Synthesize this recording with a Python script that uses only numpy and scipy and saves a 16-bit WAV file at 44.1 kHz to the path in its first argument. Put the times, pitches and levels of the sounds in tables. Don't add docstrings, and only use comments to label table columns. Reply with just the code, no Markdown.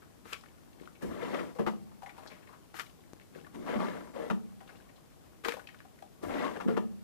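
import sys
import numpy as np
from scipy import signal
from scipy.fft import rfft, irfft, next_fast_len
from scipy.io import wavfile

SR = 44100
rng = np.random.default_rng(int(sys.argv[2]) if len(sys.argv) > 2 else 0)


def to_wav(sig):
    pcm = np.clip(np.atleast_2d(sig), -1, 1) * 32767
    pcm = np.round(pcm).astype(np.int16)
    wavfile.write(sys.argv[1], SR, pcm.T)


N = 310023
TIME = np.arange(N) / SR

# t/s, length/s, level/dB, swell/dB, mist/dB re level
SHEETS = [(0.245, 0.081, -60, 9, -5.5), (2.743, 0.079, -50, 0, -3.5), (5.435, 0.11, -42.5, -5.5, -10)]
# t/s, level/dB, decay/s, body/dB re level, trapped air f/Hz
WALL_HITS = [(0.2549, -50.5, 0.0051, 10, 1000), (0.3269, -33.5, 0.0026, -6.5, 1300),
             (0.331, -27, 0.0032, -28, 2780), (.337, -41.5, 0.013, -26, 2290),
             (2.7411, -46, 0.01, 2.5, 910), (2.766, -46, 0.0057, -18, 2000),
             (2.789, -38.5, 0.0034, -14, 1590), (2.7957, -30, 0.0045, -19, 1490),
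             (2.8027, -39.5, 0.012, -9, 1880), (5.44, -49.5, 0.0015, 15.5, 500),
             (5.4477, -31, 0.0081, -8, 1380), (5.4552, -37, 0.0045, 8.5, 1900),
             (5.4838, -24, 0.0033, 1, 1340), (5.4922, -31.5, 0.0034, -12, 2200),
             (5.508, -44, 0.0083, -16, 2250), (5.521, -31, .001, -22, 1800), (5.538, -39, .003, -7, 600)]
# t/s, level/dB, f/Hz, t60/s, tonality/0-1
BLOBS = [(.019, -43.5, 1240, 0.059, 0.1), (.409, -47, 4130, .025, 0.3), (.436, -36.5, 1320, 0.027, 0.6),
         (.458, -40.5, 1700, 0.025, 0.5), (0.58, -49, 1500, 0.025, 0.3), (0.73, -49, 3000, 0.015, 0),
         (.797, -42.5, 1890, 0.018, 0.1), (.854, -44.5, 2700, 0.027, .3), (.8745, -31, 1330, 0.012, 0.75),
         (.948, -48, 2300, 0.067, 0), (1.548, -36.5, 502, 0.18, 0.6), (1.915, -43, 795, 0.054, 0.35),
         (2.021, -29.5, 873, 0.025, 0.75), (2.031, -28, 762, 0.04, 1), (2.06, -32.5, 1940, 0.039, 0.76),
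         (2.064, -35, 812, 0.086, 0.85), (2.091, -35, 1770, 0.062, 0.24), (2.178, -34.5, 826, 0.072, 0),
         (2.245, -55, 1000, 0.045, 0.3), (2.272, -39.5, 4120, 0.055, 0.3), (2.299, -42.5, 2010, 0.22, 0.16),
         (2.358, -46, 1130, .05, 0.2), (2.425, -47, 2000, 0.065, 0.3), (2.47, -44.5, 1720, 0.049, 0),
         (2.487, -43.5, 1035, 0.11, 0.3), (2.524, -41, 1070, 0.13, 0.2), (2.862, -48, 3200, 0.04, 0.2),
         (2.895, -49, 2600, 0.03, 0.2), (3.198, -38, 1990, 0.0085, 0), (3.212, -46.5, 2200, 0.039, 0.1),
         (3.348, -40.5, 1700, 0.038, 0.35), (3.446, -37, 1770, 0.025, 0.96),
         (3.465, -36, 1060, 0.031, 0.05), (4.604, -41, 1900, 0.018, 0.7), (4.607, -37, 770, 0.079, 0.64),
         (4.674, -48.5, 2800, 0.083, 0.6), (4.689, -40.5, 1610, 0.069, 0), (4.755, -50, 2800, 0.04, 0.7),
         (4.802, -45, 1600, 0.022, 1), (4.888, -48, 1930, 0.063, 0), (4.957, -52.5, 3280, 0.088, 0.4),
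         (5.456, -25.5, 461.4, 0.13, 0.81), (5.5214, -15.5, 1780, 0.0075, 0.83),
         (5.539, -24, 497, 0.027, 1), (5.567, -28, 770, 0.037, 0.5), (5.593, -34, 1484, 0.046, 0.77),
         (5.671, -32, 2550, 0.023, 0.4), (5.687, -34.5, 1900, 0.032, 0.1), (5.745, -34, 1480, 0.017, 0.8),
         (5.787, -47, 3200, 0.022, 0), (5.803, -32.5, 1600, 0.014, 0.6), (5.851, -39, 740, 0.039, 0.94),
         (5.987, -43, 1940, .02, 0.1), (6.023, -28.5, 680, 0.024, 0.6)]
# t/s, level/dB, f/Hz, t60/s, tonality/0-1
BLADE_POCKETS = [(1.226, -25, 477, 0.059, 1), (1.245, -38, 2000, 0.05, 0), (1.34, -28, 1200, 0.07, 0),
                 (1.393, -29, 1700, 0.04, 0.2), (1.591, -20.5, 550, 0.042, 0.6),
                 (1.607, -18, 368, 0.059, 0.9), (3.685, -28, 414, 0.1, .4), (3.73, -23.5, 495, 0.088, 0.5),
                 (3.802, -23, 1136, 0.043, 1), (3.83, -28.5, 1150, 0.092, 0.7),
                 (4.003, -36, 1160, 0.057, 0.3), (4.072, -42.5, 800, 0.05, 0.3),
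                 (4.16, -23.5, 543, 0.062, 0.86), (4.188, -23.5, 470, 0.11, 0.3),
                 (4.222, -25, 455.5, .15, 0.73), (4.3, -30, 1340, 0.039, 0.74),
                 (4.312, -29, 880, 0.061, 0.85), (6.305, -28, 580, 0.055, 0.5),
                 (6.333, -31, 380, 0.029, 0.2), (6.376, -38, 516, 0.035, 0.7),
                 (6.438, -25, 1088, 0.17, 0.85), (6.466, -39, 480, 0.056, 0.1),
                 (6.568, -27, 423, 0.065, 0.8), (6.679, -33, 519, 0.055, 0.65),
                 (6.702, -21.5, 439.4, 0.16, 1)]
# t/s, clack/dB, thud/dB, boom/dB, decay/s, air pocket f/Hz, clack f/Hz
TUB_HITS = [(1.02, -45.5, -46, -42, 0.018, 323, 1700), (1.585, -40, -29, -25, 0.024, 569, 1100),
            (1.6627, -29.5, -29, -31, 0.014, 340, 1230), (3.532, -63, -72, -62, 0.01, 370, 1690),
            (3.661, -42.5, -46, -48, 0.026, 600, 1100), (3.75, -57, -31.5, -33, 0.039, 246, 1100),
            (4.2982, -27, -26.5, -22.5, 0.0078, 560, 1410), (6.23, -47, -41, -49, 0.0058, 342, 1710),
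            (6.561, -34.5, -36.5, -49, 0.0054, 400, 1660), (6.6, -34.5, -59, -49, 0.011, 1180, 1280),
            (6.65, -67, -37, -17, 0.024, 320, 1100), (6.675, -40, -28.5, -36, 0.03, 531, 1380),
            (6.766, -31, -29.5, -20, 0.01, 472, 1220)]
# t/s, level/dB
PUSH_CURVES = [
    [(1.01, -54), (1.03, -52.5), (1.078, -49), (1.18, -48.5), (1.232, -39.5), (1.32, -41.5), (1.345, -34.5),
     (1.4, -39.5), (1.425, -43.5), (1.51, -55), (1.54, -70)],
    [(3.53, -77), (3.548, -48), (3.588, -59.5), (3.655, -49.5), (3.69, -36.5), (3.73, -38.5),
     (3.784, -43.5), (3.804, -35), (3.9, -42), (4.06, -55.5), (4.12, -61)],
    [(6.21, -70), (6.236, -43), (6.275, -49.5), (6.305, -38.5), (6.345, -36.5), (6.39, -37.5),
     (6.45, -34.5), (6.5, -42), (6.53, -47.5), (6.56, -45)],
]
# t/s, drag/dB, judder/dB, decay/s, bite hiss/dB
BLADE_DIGS = [(1.02, -35, -40.5, 0.061, -49.5), (3.544, -46.5, -66, 0.33, -59),
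              (6.226, -36.5, -35.5, 0.042, -50)]
# t/s, length/s, drag/dB, grit/dB
BLADE_SKIDS = [(4.129, 0.16, -50.5, -47.5), (6.555, 0.1, -50.5, -53), (6.665, 0.084, -53, -53)]
# peak t/s, rise/s, fall/s, drag/dB, fizz/dB
SLURRY_SWELLS = [(0.828, 0.045, 0.026, -54, -62.5), (2.259, 0.096, 0.089, -58, -56.5),
                 (2.501, 0.036, 0.027, -66, -68), (3.36, 0.019, 0.041, -48.5, -57),
                 (4.698, 0.029, 0.11, -59, -61), (5.262, 0.026, 0.021, -77, -65)]

# f/Hz, level/dB, t60/s
BOTTOM_MODES = [(160, -19, 0.73), (189.6, -5, 0.5), (197.7, -3, 0.78), (222.4, -2, 0.71), (236, -1.5, 0.33)]
SIDE_MODES = [(330, -5, 0.3), (372, -5, 0.28), (443, -7, 0.25), (577, -8, 0.15), (737, -9, 0.17),
              (862, -13, .15), (1120, -18, 0.22), (1198, -17, .2), (1285, -17, 0.18)]
# f/Hz, width/Hz, level/dB re direct
BLADE_MODES = [(988, 10, 5), (1088, 24, -9), (1206, 46, -5), (1770, 40, -17), (1715, 43, -10),
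               (2200, 83, -23), (2800, 200, -6.5), (3200, 110, -6)]

# f/Hz, relative density/dB
SPLASH_EQ = [(150, -7), (400, 0.5), (800, 2), (1300, 15), (2100, 9), (3200, 3.5), (4500, -2), (7000, -20),
             (10000, -21), (15000, -39)]
MIST_EQ = [(500, -28), (2500, -5), (6000, 9), (10000, 6), (15000, 7)]
BODY_EQ = [(25, -36), (70, -27), (200, -5), (350, 8.5), (480, -29), (680, -4), (1100, 2), (3000, -109)]
SLURRY_EQ = [(250, -26.5), (600, 11), (1100, 8.5), (2100, -1.5), (3200, -4.5), (4600, -8), (7000, -11),
             (15000, -15)]
DRAG_EQ = [(30, -30), (60, -5), (125, -18), (160, 9.5), (200, 6), (245, 6.5), (350, 8), (500, 2),
           (750, -14), (1200, -47), (5000, -38)]
GRIT_EQ = [(60, -33.5), (250, 5), (600, 3.5), (900, -4), (1130, -4), (1400, -5), (2100, -7), (2700, -17.5),
           (3500, -17.5), (4600, -26.5), (7000, -31), (15000, -81)]
HISS_EQ = [(1500, -11), (4000, 5), (9000, 1.5), (15000, -5.5)]
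THUD_EQ = [(30, -45), (60, -39), (120, -4), (170, 4), (215, 13.5), (280, -4), (350, 4), (460, 6),
           (650, -18), (1000, -21), (3000, -50.5)]
CLACK_EQ = [(60, -5.5), (300, -6), (700, 10.5), (1250, 2.5), (1700, 0), (2300, -6), (3300, -11),
            (3900, -15), (7000, -23.5), (15000, -31.5)]
JUDDER_EQ = [(20, 12), (50, -5), (100, 12.5), (170, -16), (600, -30)]
TAP_EQ = [(40, -9), (150, -3), (300, 1.5), (600, -7), (1500, -17), (3500, -31), (7000, -24.5), (14000, -41)]
SITE_EQ = [(20, -24), (50, 2), (90, 1.5), (130, 0.5), (220, 1.5), (350, -1), (500, -6.5), (1000, -14),
           (2000, -19), (4000, -23.5), (8000, -24.5), (15000, -27)]

# f/Hz, level/dB
WALL_RIGHT = [(60, -16), (250, -6.5), (500, -9.5), (1500, -11), (3000, -10.5), (7000, -7.5), (14000, -9)]
TUB_RIGHT = [(60, -5), (150, -4), (210, 0), (320, -6), (500, -7), (1000, -8), (2000, -10), (4000, -10),
             (7000, -7), (14000, -6)]
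SITE_RIGHT = [(50, -1.5), (150, 1), (350, -8), (1000, -5.5), (2000, -7), (4000, -2.5), (14000, -2.5)]
# f/Hz, coherence/0-1
WALL_COHERENCE = [(60, 0.47), (350, 0.89), (650, 0.2), (1200, 0.24), (2200, 0.3), (4000, 0.1),
                  (12000, 0.05)]
TUB_COHERENCE = [(60, 0.35), (200, 0.83), (420, 0.8), (600, 0.72), (1200, 0.46), (2200, 0.17), (4000, 0.05),
                 (12000, 0.05)]
SITE_COHERENCE = [(60, 0.64), (250, 0.46), (600, 0.053), (2000, 0.05), (12000, 0.01)]
# f/Hz, t60/s
CORNER_T60 = [(100, 1), (200, 0.54), (500, 0.36), (1500, 0.17), (4000, 0.28), (12000, 0.52)]

FULL_PUSH_DB = -28.5
SETTLE_S = 0.00513


def spray():
    drops, mist, t = np.zeros(N), np.zeros(N), TIME[:SR // 2]
    for s, length_s, db, swell_db, mist_db in SHEETS:
        swell = gain_of(db + swell_db * np.minimum(t / length_s, 1))
        envelope = swell * held(t, length_s, rise_s=0.0085, fall_s=0.0042)
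        add(drops, s, envelope)
        add(mist, s, envelope * gain_of(mist_db))
    splash = colour(drops * grains(per_s=11000, spread_db=-8), SPLASH_EQ)
    hiss = colour(mist * grains(per_s=11000, spread_db=0.5), MIST_EQ)
    return gain_of(3) * (splash + hiss)


def slaps(snap_s=0.00055, lowcut_hz=130):
    (snaps, cracks, pockets, bodies, blows), t = np.zeros((5, N)), TIME[:SR // 8]
    for s, db, decay_s, body_db, hz in WALL_HITS:
        envelope = gain_of(db) * held(t, 0, 0.0005, decay_s)
        burst, air, mass, snap = rng.standard_normal((4, len(t)))
        add(snaps, s, gain_of(db - 10) * shaped(snap, np.exp(-t / snap_s)))
        add(cracks, s, shaped(burst, envelope))
        add(pockets, s, shaped(resonate(air, hz, 0.3 * hz), envelope))
        add(bodies, s, gain_of(body_db) * shaped(mass, envelope))
        blows[round(s * SR)] = gain_of(db + body_db)
    lowcut = signal.butter(2, lowcut_hz, "high", fs=SR, output="sos")
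    body = signal.sosfilt(lowcut, colour(bodies, BODY_EQ))
    note = gain_of(-5) * ring(blows, hz=456, t60_s=0.07)
    return colour(snaps, MIST_EQ) + gain_of(2) * (colour(cracks, SPLASH_EQ) + pockets) + body + note


def plops(blobs, splash_db=-15, tick_db=-14, glide=0.031):
    notes, t = np.zeros(N), TIME[:SR // 8]
    for s, db, hz, t60_s, tonality in blobs:
        envelope = gain_of(db) * held(t, 0, 0.064 * t60_s, t60_s / np.log(1000))
        rising_hz = hz * (1 + glide * np.minimum(t / t60_s, 1))
        note = envelope * np.sin(2 * np.pi * np.cumsum(rising_hz) / SR)
        bubbles = resonate_twice(envelope * rng.standard_normal(len(t)), hz, 0.59 * hz)
        cluster = gain_of(-2) * unit_rms(bubbles) * np.sqrt(np.mean(envelope ** 2))
        add(notes, s, tonality * note + np.sqrt(1 - tonality ** 2) * cluster)
    s, db, _, t60_s, _ = np.transpose(blobs)
    splashes = gain_of(splash_db) * bursts(s, db, 0.2 * t60_s, rise_s=0.002)
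    ticks = gain_of(tick_db) * bursts(s, db, np.full(len(s), 0.0012), rise_s=0.0003)
    return notes + colour(np.hypot(splashes, ticks) * rng.standard_normal(N), SLURRY_EQ)


def spatter(count=4, after_s=0.25, level_db=-52.5, centre_hz=1900, t60_s=0.02, tonality=0.3):
    top_fizz_db = max(row[-1] for row in SLURRY_SWELLS)
    spans = [(s + length_s, after_s, 0) for s, length_s, *_ in SHEETS]
    spans += [(s - rise, rise + fall, db - top_fizz_db) for s, rise, fall, _, db in SLURRY_SWELLS]
    rows = []
    for start_s, span_s, offset_db in spans:
        for when, (softness, pitch) in zip(rng.random(count), rng.standard_normal((count, 2))):
            db = level_db + offset_db - 6.5 * softness
            hz = centre_hz * 2 ** (0.52 * pitch)
            rows.append((start_s + when * span_s, db, hz, t60_s, tonality))
    return rows


def effort(drag_db=-40.5, drag_slope=0.56):
    curves_db = [np.interp(TIME, s, db, left=-200, right=-200) for s, db in map(np.transpose, PUSH_CURVES)]
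    push_db = np.max(curves_db, axis=0)
    s, db, _, decay_s, _ = np.transpose(BLADE_DIGS)
    digs = bursts(s, db, decay_s, rise_s=0.0067)
    drag = np.hypot(gain_of(drag_db + drag_slope * (push_db - FULL_PUSH_DB)), digs)
    envelopes = np.array([drag, gain_of(push_db)])
    for s, length_s, *levels_db in BLADE_SKIDS:
        skid = held(TIME - s, length_s, rise_s=0.017, fall_s=0.006)
        envelopes += np.outer(gain_of(levels_db), skid)
    return envelopes


def scoop():
    drag, grit = effort() * lumps(per_s=45, depth_db=3.2)
    slips = gain_of(3) * colour(drag * grains(per_s=5000, spread_db=0), DRAG_EQ)
    sucks = drag * unit_rms(colour(squelch(per_s=290, cycles=16, spread_db=-3.5), DRAG_EQ))
    sand = gain_of(-1.5) * grains(per_s=15000, spread_db=0)
    pops = gain_of(-5) * squelch(per_s=1200, cycles=28, spread_db=0)
    return slips + sucks + through_blade(colour(grit * (sand + pops), GRIT_EQ))


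def wet_hiss(bite_s=0.019):
    s, *_, bite_db = np.transpose(BLADE_DIGS)
    _, grit = effort()
    sliding = gain_of(-54) * (grit / gain_of(FULL_PUSH_DB)) ** 0.53
    bite = bursts(s, bite_db, np.full(len(s), bite_s), rise_s=0.0023)
    return colour(np.hypot(sliding, bite) * rng.standard_normal(N), HISS_EQ)


def churn(centre_hz=720, octaves=0.81, flutter_hz=70):
    hollows = np.zeros(N)
    lowpass = signal.butter(2, flutter_hz, fs=SR, output="sos")
    for _ in range(2):
        hz = centre_hz * 2 ** (octaves * wander(per_s=24, count=600))
        flutter = unit_rms(signal.sosfilt(lowpass, rng.standard_normal(N)))
        hollows += flutter * np.sin(2 * np.pi * np.cumsum(hz) / SR)
    _, grit = effort()
    return gain_of(-7) * grit * lumps(per_s=40, depth_db=7.5) * hollows


def knocks(rebound_s=0.0083):
    s, clack_db, thud_db, _, decays_s, *_ = np.transpose(TUB_HITS)
    load = bursts(s + SETTLE_S, thud_db, decays_s, rise_s=0.00091)
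    thud = colour(load * grains(per_s=8100, spread_db=4), THUD_EQ)
    strike = bursts(s, clack_db, decays_s, rise_s=0.002)
    rebound = bursts(s + rebound_s, clack_db, decays_s, rise_s=0.0011)
    clack = colour(np.hypot(strike, rebound) * grains(per_s=4100, spread_db=2.5), CLACK_EQ)
    tocks, t = np.zeros(N), TIME[:SR // 4]
    for at_s, db, _, _, decay_s, _, hz in TUB_HITS:
        tock = resonate_twice(rng.standard_normal(len(t)), hz, width_hz=240)
        add(tocks, at_s, shaped(tock, gain_of(db) * held(t, 0, 0.0011, decay_s)))
    return gain_of(5.5) * thud + gain_of(1) * through_blade(clack) + gain_of(-1) * tocks


def through_blade(x):
    return x + sum(gain_of(db) * resonate(x, hz, width_hz) for hz, width_hz, db in BLADE_MODES)


def tub_ring():
    s, _, thud_db, *_ = np.transpose(TUB_HITS)
    onsets = np.round((s + SETTLE_S) * SR).astype(int)
    modes, gulps, t = np.zeros(N), np.zeros(N), TIME[:SR // 4]
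    scatter_db = rng.normal(0, 2.9, (len(s), len(SIDE_MODES)))
    for k, (hz, mode_db, t60_s) in enumerate(SIDE_MODES):
        clicks = np.zeros(N)
        clicks[onsets] = gain_of(thud_db + mode_db + scatter_db[:, k]) * (-1) ** k
        modes += ring(clicks, hz, t60_s)
    for at_s, _, db, _, decay_s, hz, _ in TUB_HITS:
        envelope = gain_of(db) * held(t, 0, 0.0012, decay_s)
        add(gulps, at_s + SETTLE_S, envelope * np.sin(2 * np.pi * hz * t))
    return gain_of(-5) * modes + gain_of(1) * gulps


def tub_boom(lag_s=0.0108, rise_s=0.0042, detune=0.0064):
    boom, t = np.zeros(N), TIME[:SR]
    for s, _, _, boom_db, *_ in TUB_HITS:
        for hz, db, t60_s in BOTTOM_MODES:
            shifted_hz = hz * (1 + detune * rng.standard_normal())
            envelope = gain_of(boom_db + db) * held(t, 0, rise_s, t60_s / np.log(1000))
            add(boom, s + lag_s, envelope * np.sin(2 * np.pi * shifted_hz * t))
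    return gain_of(-8) * boom


def tub_judder(lag_s=0.024):
    s, _, db, decay_s, _ = np.transpose(BLADE_DIGS)
    return colour(bursts(s + lag_s, db, decay_s, rise_s=0.016) * rng.standard_normal(N), JUDDER_EQ)


def slosh():
    swells = np.array([np.exp(-0.5 * ((TIME - s) / np.where(TIME < s, rise_s, fall_s)) ** 2)
                       for s, rise_s, fall_s, *_ in SLURRY_SWELLS])
    levels = gain_of(np.transpose(SLURRY_SWELLS)[3:])
    drag, grit = levels @ swells * lumps(per_s=97, depth_db=-5.5)
    fizz = gain_of(-1) * grains(per_s=2900, spread_db=-10)
    bubbles = gain_of(-6) * squelch(per_s=350, cycles=15, spread_db=2)
    slide = gain_of(4) * colour(drag * grains(per_s=320, spread_db=6), DRAG_EQ)
    return slide + colour(grit * (fizz + bubbles), SLURRY_EQ)


def stray_drop(at_s=3.134):
    click = np.zeros(N)
    click[round(at_s * SR)] = gain_of(-17)
    return colour(click, TAP_EQ) * gain_of([[0], [-14]])


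def trickle():
    return gain_of(-75) * colour(squelch(per_s=160, cycles=14, spread_db=1.5), SLURRY_EQ)


def site():
    return gain_of(-56) * colour(rng.standard_normal(N), SITE_EQ)


def in_room(x, wet_db, build_s=0.00074):
    t, edges_hz = TIME[:SR * 2 // 3], np.geomspace(50, 18000, 10)
    tail = np.zeros(len(t))
    for low, high in zip(edges_hz, edges_hz[1:]):
        bandpass = signal.butter(2, [low, high], "band", fs=SR, output="sos")
        decay = gain_of(-60 * t / at_hz(CORNER_T60, np.sqrt(low * high)))
        tail += signal.sosfilt(bandpass, rng.standard_normal(len(t))) * decay
    tail *= np.minimum(t / build_s, 1) ** 2
    return x + gain_of(wet_db) * signal.oaconvolve(x, tail / np.linalg.norm(tail))[:N]


def ports(left, scattered, right_db, coherence, lag_ms):
    size = next_fast_len(N + SR // 10)
    hz = np.fft.rfftfreq(size, 1 / SR)
    share = at_hz(coherence, hz)
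    shift = np.exp(-2j * np.pi * hz * lag_ms / 1000)
    right = np.sqrt(1 - share ** 2) * rfft(scattered, size) - share * shift * rfft(left, size)
    return np.array([left, irfft(right * gain_of(at_hz(right_db, hz)), size)[:N]])


def squelch(per_s, cycles, spread_db, count=28):
    clicks, slot = grains(per_s, spread_db), rng.integers(0, count, N)
    pitches_hz = np.geomspace(200, 5000, count)
    pops = sum(hz * ring(clicks * (slot == k), hz, cycles / hz) for k, hz in enumerate(pitches_hz))
    return unit_rms(pops)


def grains(per_s, spread_db):
    sizes = gain_of(spread_db * np.minimum(rng.exponential(1, N), 4))
    return unit_rms(sizes * rng.choice([-1, 1], N) * (rng.random(N) < per_s / SR))


def lumps(per_s, depth_db):
    return gain_of(depth_db * wander(per_s, count=1500))


def wander(per_s, count):
    knots_s = np.cumsum(rng.exponential(1 / per_s, count))
    return np.interp(TIME, knots_s, rng.uniform(-1, 1, count))


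def bursts(times_s, levels_db, decays_s, rise_s):
    power, t = np.zeros(N), TIME[:SR // 2]
    for s, db, decay_s in zip(times_s, levels_db, decays_s):
        add(power, s, (gain_of(db) * held(t, 0, rise_s, decay_s)) ** 2)
    return np.sqrt(power)


def held(t, length_s, rise_s, fall_s):
    return (1 - np.exp(-np.maximum(t, 0) / rise_s)) * np.exp(-np.maximum(t - length_s, 0) / fall_s)


def shaped(noise, envelope):
    return unit_rms(noise * envelope) * np.sqrt(np.mean(envelope ** 2))


def colour(x, spectrum, size=4096):
    cepstrum = irfft(np.log(gain_of(at_hz(spectrum, np.fft.rfftfreq(size, 1 / SR)))))
    cepstrum[1:size // 2] *= 2
    cepstrum[size // 2 + 1:] = 0
    kernel = irfft(np.exp(rfft(cepstrum)))
    return signal.oaconvolve(x, kernel / np.linalg.norm(kernel))[:N]


def ring(x, hz, t60_s):
    r, w = gain_of(-60 / (t60_s * SR)), 2 * np.pi * hz / SR
    return signal.lfilter([0, np.sin(w)], [1, -2 * r * np.cos(w), r * r], x + 1e-18)


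def resonate(x, hz, width_hz):
    r, w = np.exp(-np.pi * width_hz / SR), 2 * np.pi * hz / SR
    gain = (1 - r * r) / 2
    return signal.lfilter([gain, 0, -gain], [1, -2 * r * np.cos(w), r * r], x + 1e-18)


def resonate_twice(x, hz, width_hz):
    return resonate(resonate(x, hz, width_hz), hz, width_hz)


def at_hz(points, hz):
    points_hz, values = np.transpose(points)
    return np.interp(np.log(np.maximum(hz, 1)), np.log(points_hz), values)


def add(track, s, sound):
    start = round(s * SR)
    track[start:start + len(sound)] += sound[:max(N - start, 0)]


def gain_of(db):
    return 10 ** (np.asarray(db) / 20)


def unit_rms(x):
    return x / np.sqrt(np.mean(x ** 2) + 1e-20)


def scene():
    blobs, boom = list(BLOBS) + spatter(), tub_boom()
    wall = [in_room(spray() + slaps(), wet_db=-9)
            + in_room(plops(blobs) + slosh() + trickle(), wet_db=-5) for _ in range(2)]
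    tub = []
    for _ in range(2):
        paste = scoop() + wet_hiss() + churn() + plops(BLADE_POCKETS, splash_db=-29, tick_db=-25)
        tub.append(in_room(paste + knocks() + tub_ring() + tub_judder(), wet_db=-6))
    return (ports(*wall, WALL_RIGHT, WALL_COHERENCE, lag_ms=0.11)
            + ports(*tub, TUB_RIGHT, TUB_COHERENCE, lag_ms=-0.28)
            + np.array([boom, -boom]) + stray_drop()
            + ports(site(), site(), SITE_RIGHT, SITE_COHERENCE, lag_ms=0.33))


def record(dry):
    return signal.sosfilt(signal.ellip(10, 0.1, 70, 14900, fs=SR, output="sos"), dry)


dry = scene()
out = record(dry)
to_wav(out)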